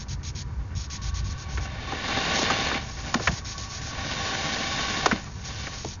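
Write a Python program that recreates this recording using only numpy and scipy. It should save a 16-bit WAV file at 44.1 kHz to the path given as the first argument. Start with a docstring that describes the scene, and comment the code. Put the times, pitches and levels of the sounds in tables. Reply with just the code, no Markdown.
"""A stiff push cable is pulled back through a drain pipe on a roof, heard in narrow-band mono.
Over low rumble and faint outdoor air, it starts with short dry swishes and dull handling bumps.
A gentle pull comes first; from 1.3 s a long one gathers speed, scrapes over the rim and dies away
among knocks, while the pipe sings faintly. Two gentle pulls and more swishes lead into the second
long stroke at 3.6 s, which ends in two hard knocks near 5.1 s. One last gentle pull follows."""
import sys
import numpy as np
from scipy import signal
from scipy.fft import rfft, irfft
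from scipy.io import wavfile
from scipy.ndimage import uniform_filter1d

SR = 44100
rng = np.random.default_rng(int(sys.argv[2]) if len(sys.argv) > 2 else 0)


def dump_mix(stems):
    """Bounce the given channels to the path in sys.argv[1] as a 16-bit WAV at rate SR."""
    frames = np.atleast_2d(stems).T  # one column per channel
    limited = np.clip(frames, -1, 1)  # hard clip at full scale
    pcm = np.round(limited * 32767).astype(np.int16)
    wavfile.write(sys.argv[1], SR, pcm)


N = 264600
T = np.arange(N) / SR
HZ = np.fft.rfftfreq(N, 1 / SR)
EDGE_HZ = 6980  # top of the microphone's band
# tone of the rumble and the bumps: f/Hz, level/dB
RUMBLE_EQ = [(18, -44.5), (30, -14), (45, -3.5), (59, 3), (75, 1.5), (92, 0.5), (113, -2), (138, -2.5),
             (172, -12), (200, -11.5), (280, -27.5), (500, -30), (1000, -80.5)]


def gain_of(db):
    """Decibels to a factor."""
    return 10 ** (np.asarray(db) / 20)


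def unit_rms(x):
    """Scales to an rms of 1."""
    return x / np.sqrt(np.mean(abs(x) ** 2) + 1e-20)


def eq_curve(points):
    """Gain per frequency from rows of f/Hz, level/dB, joined on a log-frequency axis."""
    f, db = np.transpose(points)
    return gain_of(np.interp(np.log(HZ + 1), np.log(f), db))


def resonances(modes):
    """Power per frequency from rows of f/Hz, width/Hz, level/dB."""
    return sum(gain_of(db) ** 2 / (1 + ((HZ - hz) / (width * 0.54)) ** 2) ** 2 for hz, width, db in modes)


def shaped(x, gain):
    """Filters a whole-length sound by a gain per frequency."""
    return irfft(rfft(x) * gain, N)


def noise(gain):
    """Noise of rms 1, coloured by a gain per frequency."""
    return unit_rms(shaped(rng.standard_normal(N), gain))


def wander(rate_hz):
    """Random drift of rms 1, up to about the given rate."""
    return noise(1 / (1 + (HZ / rate_hz) ** 4))


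def rumble(level, gain):
    """Low noise that rides close to a level curve, thinned at the very bottom."""
    low = shaped(rng.standard_normal(N), gain)
    low *= level / np.sqrt(uniform_filter1d(low ** 2, size=2600))
    return shaped(low, HZ ** 6 / (HZ ** 6 + 31 ** 6))


def outdoor_bed(early_db=-35.5, late_db=-39.5, settles_s=2, air_db=-45):
    """A lumpy rumble, a little stronger at first, under steady distant air."""
    # tone of the outdoor air: f/Hz, level/dB
    air_eq = [(100, 14.5), (300, 3.5), (600, -6.5), (850, -4), (990, 7), (1050, -17.5), (1130, 1.5),
              (1280, -4.5), (1490, -5), (2200, -14), (2900, -28.5), (4500, -15), (7000, -16)]
    level = gain_of(np.where(T < settles_s, early_db, late_db) + 2.3 * wander(8.1))
    air = noise(eq_curve(air_eq) * (HZ < EDGE_HZ))
    return rumble(level, eq_curve(RUMBLE_EQ)) + gain_of(air_db) * air


def friction(slips_per_s):
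    """Tiny slips of uneven size over an equally strong smooth hiss."""
    grains = rng.standard_normal(N) * (rng.random(N) < slips_per_s / SR)
    return unit_rms(unit_rms(grains) + rng.standard_normal(N))


def swishes(swell_s=0.014, fall_s=0.031, tick_s=0.0022):
    """Light, quick slips of the cable give a fine bright hiss that starts abruptly and swells."""
    # dry slips, mostly in runs of about eight a second: t/s, length/s, level/dB
    slips = [(-.04, 0.072, -41.5), (.083, 0.062, -39.5), (.231, 0.074, -38.5), (.35, .073, -38.5),
             (.752, 0.11, -41), (0.9, 0.071, -37), (1.017, 0.083, -39.5), (1.142, 0.065, -38),
             (1.243, 0.086, -42), (1.379, 0.063, -42.5), (1.488, 0.11, -44.5), (1.609, 0.059, -43),
             (2.336, 0.11, -32), (2.813, 0.21, -44.5), (3.211, 0.08, -36.5), (3.313, 0.089, -38),
             (3.447, 0.093, -37.5), (3.579, 0.08, -39), (3.696, 0.1, -39.5), (3.817, 0.097, -39.5),
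             (5.17, 0.283, -51), (5.44, 0.056, -39.5), (5.722, 0.13, -41.5), (5.857, 0.098, -41)]
    # tone of their hiss: f/Hz, level/dB
    swish_eq = [(700, -33), (1600, -9.5), (2500, -5.5), (2850, -9.5), (3300, -5), (4000, -3), (4600, -1),
                (5000, -4), (5500, 2), (6050, -2), (6700, 2.5), (7000, -16)]
    envelope = np.zeros(N)
    for start, length, db in slips:
        age = abs(T - start)
        swell = 1 - 0.5 * np.exp(-age / swell_s)
        tick = 0.19 * np.exp(-age / tick_s)  # the cable breaks free
        release = np.clip((start + length - T) / fall_s + 0.5, 0, 1)
        envelope += gain_of(db) * (T > start) * (swell + tick) * release
    hiss = unit_rms(shaped(friction(slips_per_s=4700), eq_curve(swish_eq) * (HZ < EDGE_HZ)))
    return hiss * envelope * gain_of(0.96 * wander(50))


def bumps(fade_s=0.03, lowpass_hz=85):
    """Handling gives soft, deep thuds, duller than the rumble."""
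    # handling thuds: t/s, length/s, level/dB
    thuds = [(0.095, 0.073, -28), (0.572, 0.053, -25), (0.746, 0.074, -27), (1.054, .28, -28),
             (1.541, 0.098, -30), (3.277, 0.067, -27.5)]
    level = np.zeros(N)
    for start, length, db in thuds:
        inside = np.minimum(T - start, start + length - T)
        level += gain_of(db) * np.clip(inside / fade_s + 0.5, 0, 1)
    return rumble(level, eq_curve(RUMBLE_EQ) / (1 + (HZ / lowpass_hz) ** 2))


def pull_speed_db(start, rise, hold, fall, start_db=-23.5, quicken_db=1.5, end_db=-26):
    """One pull gathers speed from rest, quickens a little while held, and dies away."""
    to_go = np.maximum(start + rise - T, 0) / rise
    rising = np.maximum(to_go, to_go ** 2)  # drops off quickly ahead of the start
    held = np.clip((T - start - rise) / hold, 0, 1)
    falling = (np.maximum(T - start - rise - hold, 0) / fall) ** 2.64  # gentle, then steeper
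    return start_db * rising + quicken_db * held + end_db * falling


def pull_envelopes(brighten=0.32, creep_db=-55, creep_treble_db=-61):
    """Gains of the scrape's mids, rasp and fine hiss and of the singing: faster is louder and brighter."""
    # pulls on the cable: t/s, rise/s, hold/s, fall/s, scrape/dB, rasp against mids/dB,
    # fine hiss against rasp/dB, singing/dB
    pulls = [(.68, 0.25, 0.31, 1, -58.5, 8, 4.5, -50.5), (1.307, 0.85, .39, 0.4, -30.5, 4.5, 0.5, -57),
             (2.871, 0.14, .2, 0.27, -41, 1.5, 9.5, -64), (3.32, 0.15, 0.17, 0.64, -49.5, 2.5, 13.5, -50),
             (3.602, .49, 0.8, .45, -33.5, 4.5, 4.5, -47.5), (5.27, .23, 0.13, 0.26, -43.5, 6.5, 6.5, -64)]
    power = np.zeros((4, N))
    # faint rubbing goes on between the pulls
    power[:3] = gain_of([[creep_db], [creep_treble_db], [creep_treble_db]]) ** 2
    for *timing, db, treble_db, fine_db, singing_db in pulls:
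        speed_db = pull_speed_db(*timing)
        rasp_db = db + treble_db + (1 + brighten) * speed_db
        layers_db = [db + speed_db, rasp_db, rasp_db + fine_db, singing_db + speed_db]
        power += gain_of(np.maximum(layers_db, -200)) ** 2
    return np.sqrt(power)


def rattle(skips_per_s=40, flare_s=0.0048):
    """Now and then the cable skips, and the rubbing flares for a few milliseconds."""
    skips = rng.uniform(0.4, 1, N) * (rng.random(N) < skips_per_s / SR)
    flare = np.exp(-(T[:1500] / flare_s) ** 2)
    return signal.oaconvolve(skips, flare)[:N]


def scrape(mid_gain, rasp_gain, fine_gain):
    """Slips on the rim ring the pipe and cable, in three bands that each follow their own gain."""
    # resonances of pipe and cable: f/Hz, width/Hz, level/dB
    body_modes = [(781.2, 42.6, 3), (1106, 57, -0.5), (1123, 81, -0.5), (1260, 50, -23), (1506, 200, -2.5),
                  (1740, 56, -0.5), (1850, 54, -2), (1860, 54, -10.5), (2278, 19, -1.5), (2750, 78, -7),
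                  (3060, 35, -7.5), (3520, 16, -6.5), (3607, 39, -5), (3776, 190, -11), (4300, 120, -11),
                  (4720, 120, -17), (4850, 140, -22.5), (5950, 40, -14.5)]
    # broad rubbing noise between the resonances: f/Hz, level/dB
    rub_eq = [(60, -27), (170, -1.5), (260, -2), (380, -8), (650, -4.5), (930, -10), (1030, -6),
              (1270, -17.5), (1450, -20), (2150, -6.5), (2580, -11.5), (2900, -11.5), (4600, -17),
              (6800, -22.5)]
    body = np.sqrt(eq_curve(rub_eq) ** 2 + resonances(body_modes))
    rub = shaped(friction(slips_per_s=7000), body)
    rub /= np.std(shaped(rub, (HZ > 600) & (HZ < 2400)))  # the midrange sets the level
    mids = shaped(rub, 1 / (1 + (HZ / 2700) ** 6))
    rasp = shaped(rub - mids, 1 / (1 + (HZ / 4900) ** 12))
    fine = rub - mids - rasp
    treble = rasp * rasp_gain + fine * fine_gain
    force = gain_of(1.53 * wander(21))  # the contact force is never steady
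    grip = force * (0.89 + 0.43 * rattle())
    return mids * mid_gain * grip + treble * np.sqrt(grip)


def singing(gain):
    """Sliding draws a hollow, fuzzy note from the pipe's strongest resonances."""
    # pipe resonances: f/Hz, width/Hz, level/dB
    pipe_modes = [(1121, 48, -2), (1518, 70, -8.5), (1795, 20, -9.5)]
    return noise(np.sqrt(resonances(pipe_modes))) * gain


def knock(clack_db, peak_hz, treble_db, chatter_s, thump_db, thump_hz,
          ring_s=0.022, boom_cycles=5.7, lag_cycles=3.837, size=8192):
    """A brief chatter of contacts and a low ring; the thump follows, as low bending waves travel slowly."""
    t = T[:size]
    hz = np.fft.rfftfreq(size, 1 / SR) + 1

    def burst(envelope):
        """Spectrum of a noise burst, levelled so that it excites all bands alike."""
        spectrum = rfft(rng.standard_normal(size) * envelope)
        return spectrum / np.sqrt(uniform_filter1d(abs(spectrum) ** 2, size=110))

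    def bell(centre_hz, width):
        """A broad EQ bell on a log-frequency axis."""
        return np.exp(-(np.log(hz / centre_hz) / width) ** 2)

    hardness = bell(peak_hz, 0.5) + gain_of(treble_db) * hz / (hz + 300) * (hz < EDGE_HZ)
    chatter = unit_rms(burst(np.exp(-(t / chatter_s) ** 2)) * hardness)
    ring = unit_rms(burst(np.exp(-t / ring_s)) * bell(600, 0.72))
    clack = gain_of(clack_db) * (chatter + gain_of(-9) * ring)
    delay_s = 0.0008 * np.sqrt(1000 / (hz + 100))  # the highs arrive first
    clack *= np.exp(-2j * np.pi * np.cumsum(delay_s) * SR / size)
    punch = unit_rms(bell(thump_hz, 0.37))
    boom = unit_rms(burst(np.exp(-t * thump_hz / boom_cycles)) * bell(thump_hz, 0.52))
    thump = gain_of(thump_db) * (punch + gain_of(-6) * boom)
    thump *= np.exp(-2j * np.pi * hz * lag_cycles / thump_hz)  # the lower, the later
    return irfft(clack + thump, size) * np.sqrt(0.009 * SR)  # energy of 9 ms at the given levels


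def knocks():
    """The cable knocks as it comes back, each blow with its own clack and thump."""
    # blows: t/s, clack/dB, brightest f/Hz, treble/dB, chatter/s, thump/dB, thump f/Hz
    blows = [(1.574, -31.5, 1590, -21, 0.011, -39, 396), (1.923, -33, 980, -22, 0.0052, -30.5, 312),
             (2.081, -32, 1010, -11, 0.0084, -36, 304), (2.169, -30, 1210, -16, 0.0061, -35, 315),
             (2.385, -24, 690, -11, 0.018, -31, 300), (2.418, -28, 640, -18, .014, -27.5, 277),
             (2.501, -19.5, 1165, -16, 0.016, -27, 256), (2.715, -25, 1110, -27, .009, -33, 295),
             (2.743, -26.5, 1880, -16, 0.013, -31.5, 293), (3.1417, -18, 1180, -11, 0.0069, -20, 237),
             (3.197, -31.5, 1000, -16, .012, -30.5, 402), (3.2724, -15.5, 1590, -22, .011, -24, 159.6),
             (3.58, -34, 5500, -15, 0.0055, -52, 304), (5.0588, -15, 1060, -12, 0.0097, -23, 418),
             (5.113, -19.5, 1410, -20, 0.016, -21, 213.1), (5.668, -32.5, 1710, -18, 0.01, -41.5, 404),
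             (5.8468, -29.5, 530, -18.5, 0.005, -34, 280)]
    track = np.zeros(N)
    for start, *settings in blows:
        blow = knock(*settings)
        at = round(start * SR)
        track[at:at + len(blow)] += blow[:N - at]
    return track


def scene():
    """The cable over the outdoor bed; one microphone feeds both channels."""
    mid_gain, rasp_gain, fine_gain, singing_gain = pull_envelopes()
    cable = scrape(mid_gain, rasp_gain, fine_gain) + singing(singing_gain) + swishes() + knocks()
    return np.tile(cable + bumps() + outdoor_bed(), (2, 1))


def record(dry):
    """A steep low-pass gives the narrow-band sound."""
    lowpass = signal.firwin(601, EDGE_HZ, window=("kaiser", 8), fs=SR)
    return signal.oaconvolve(dry, lowpass[None], "same")


dry = scene()
out = record(dry)
dump_mix(out)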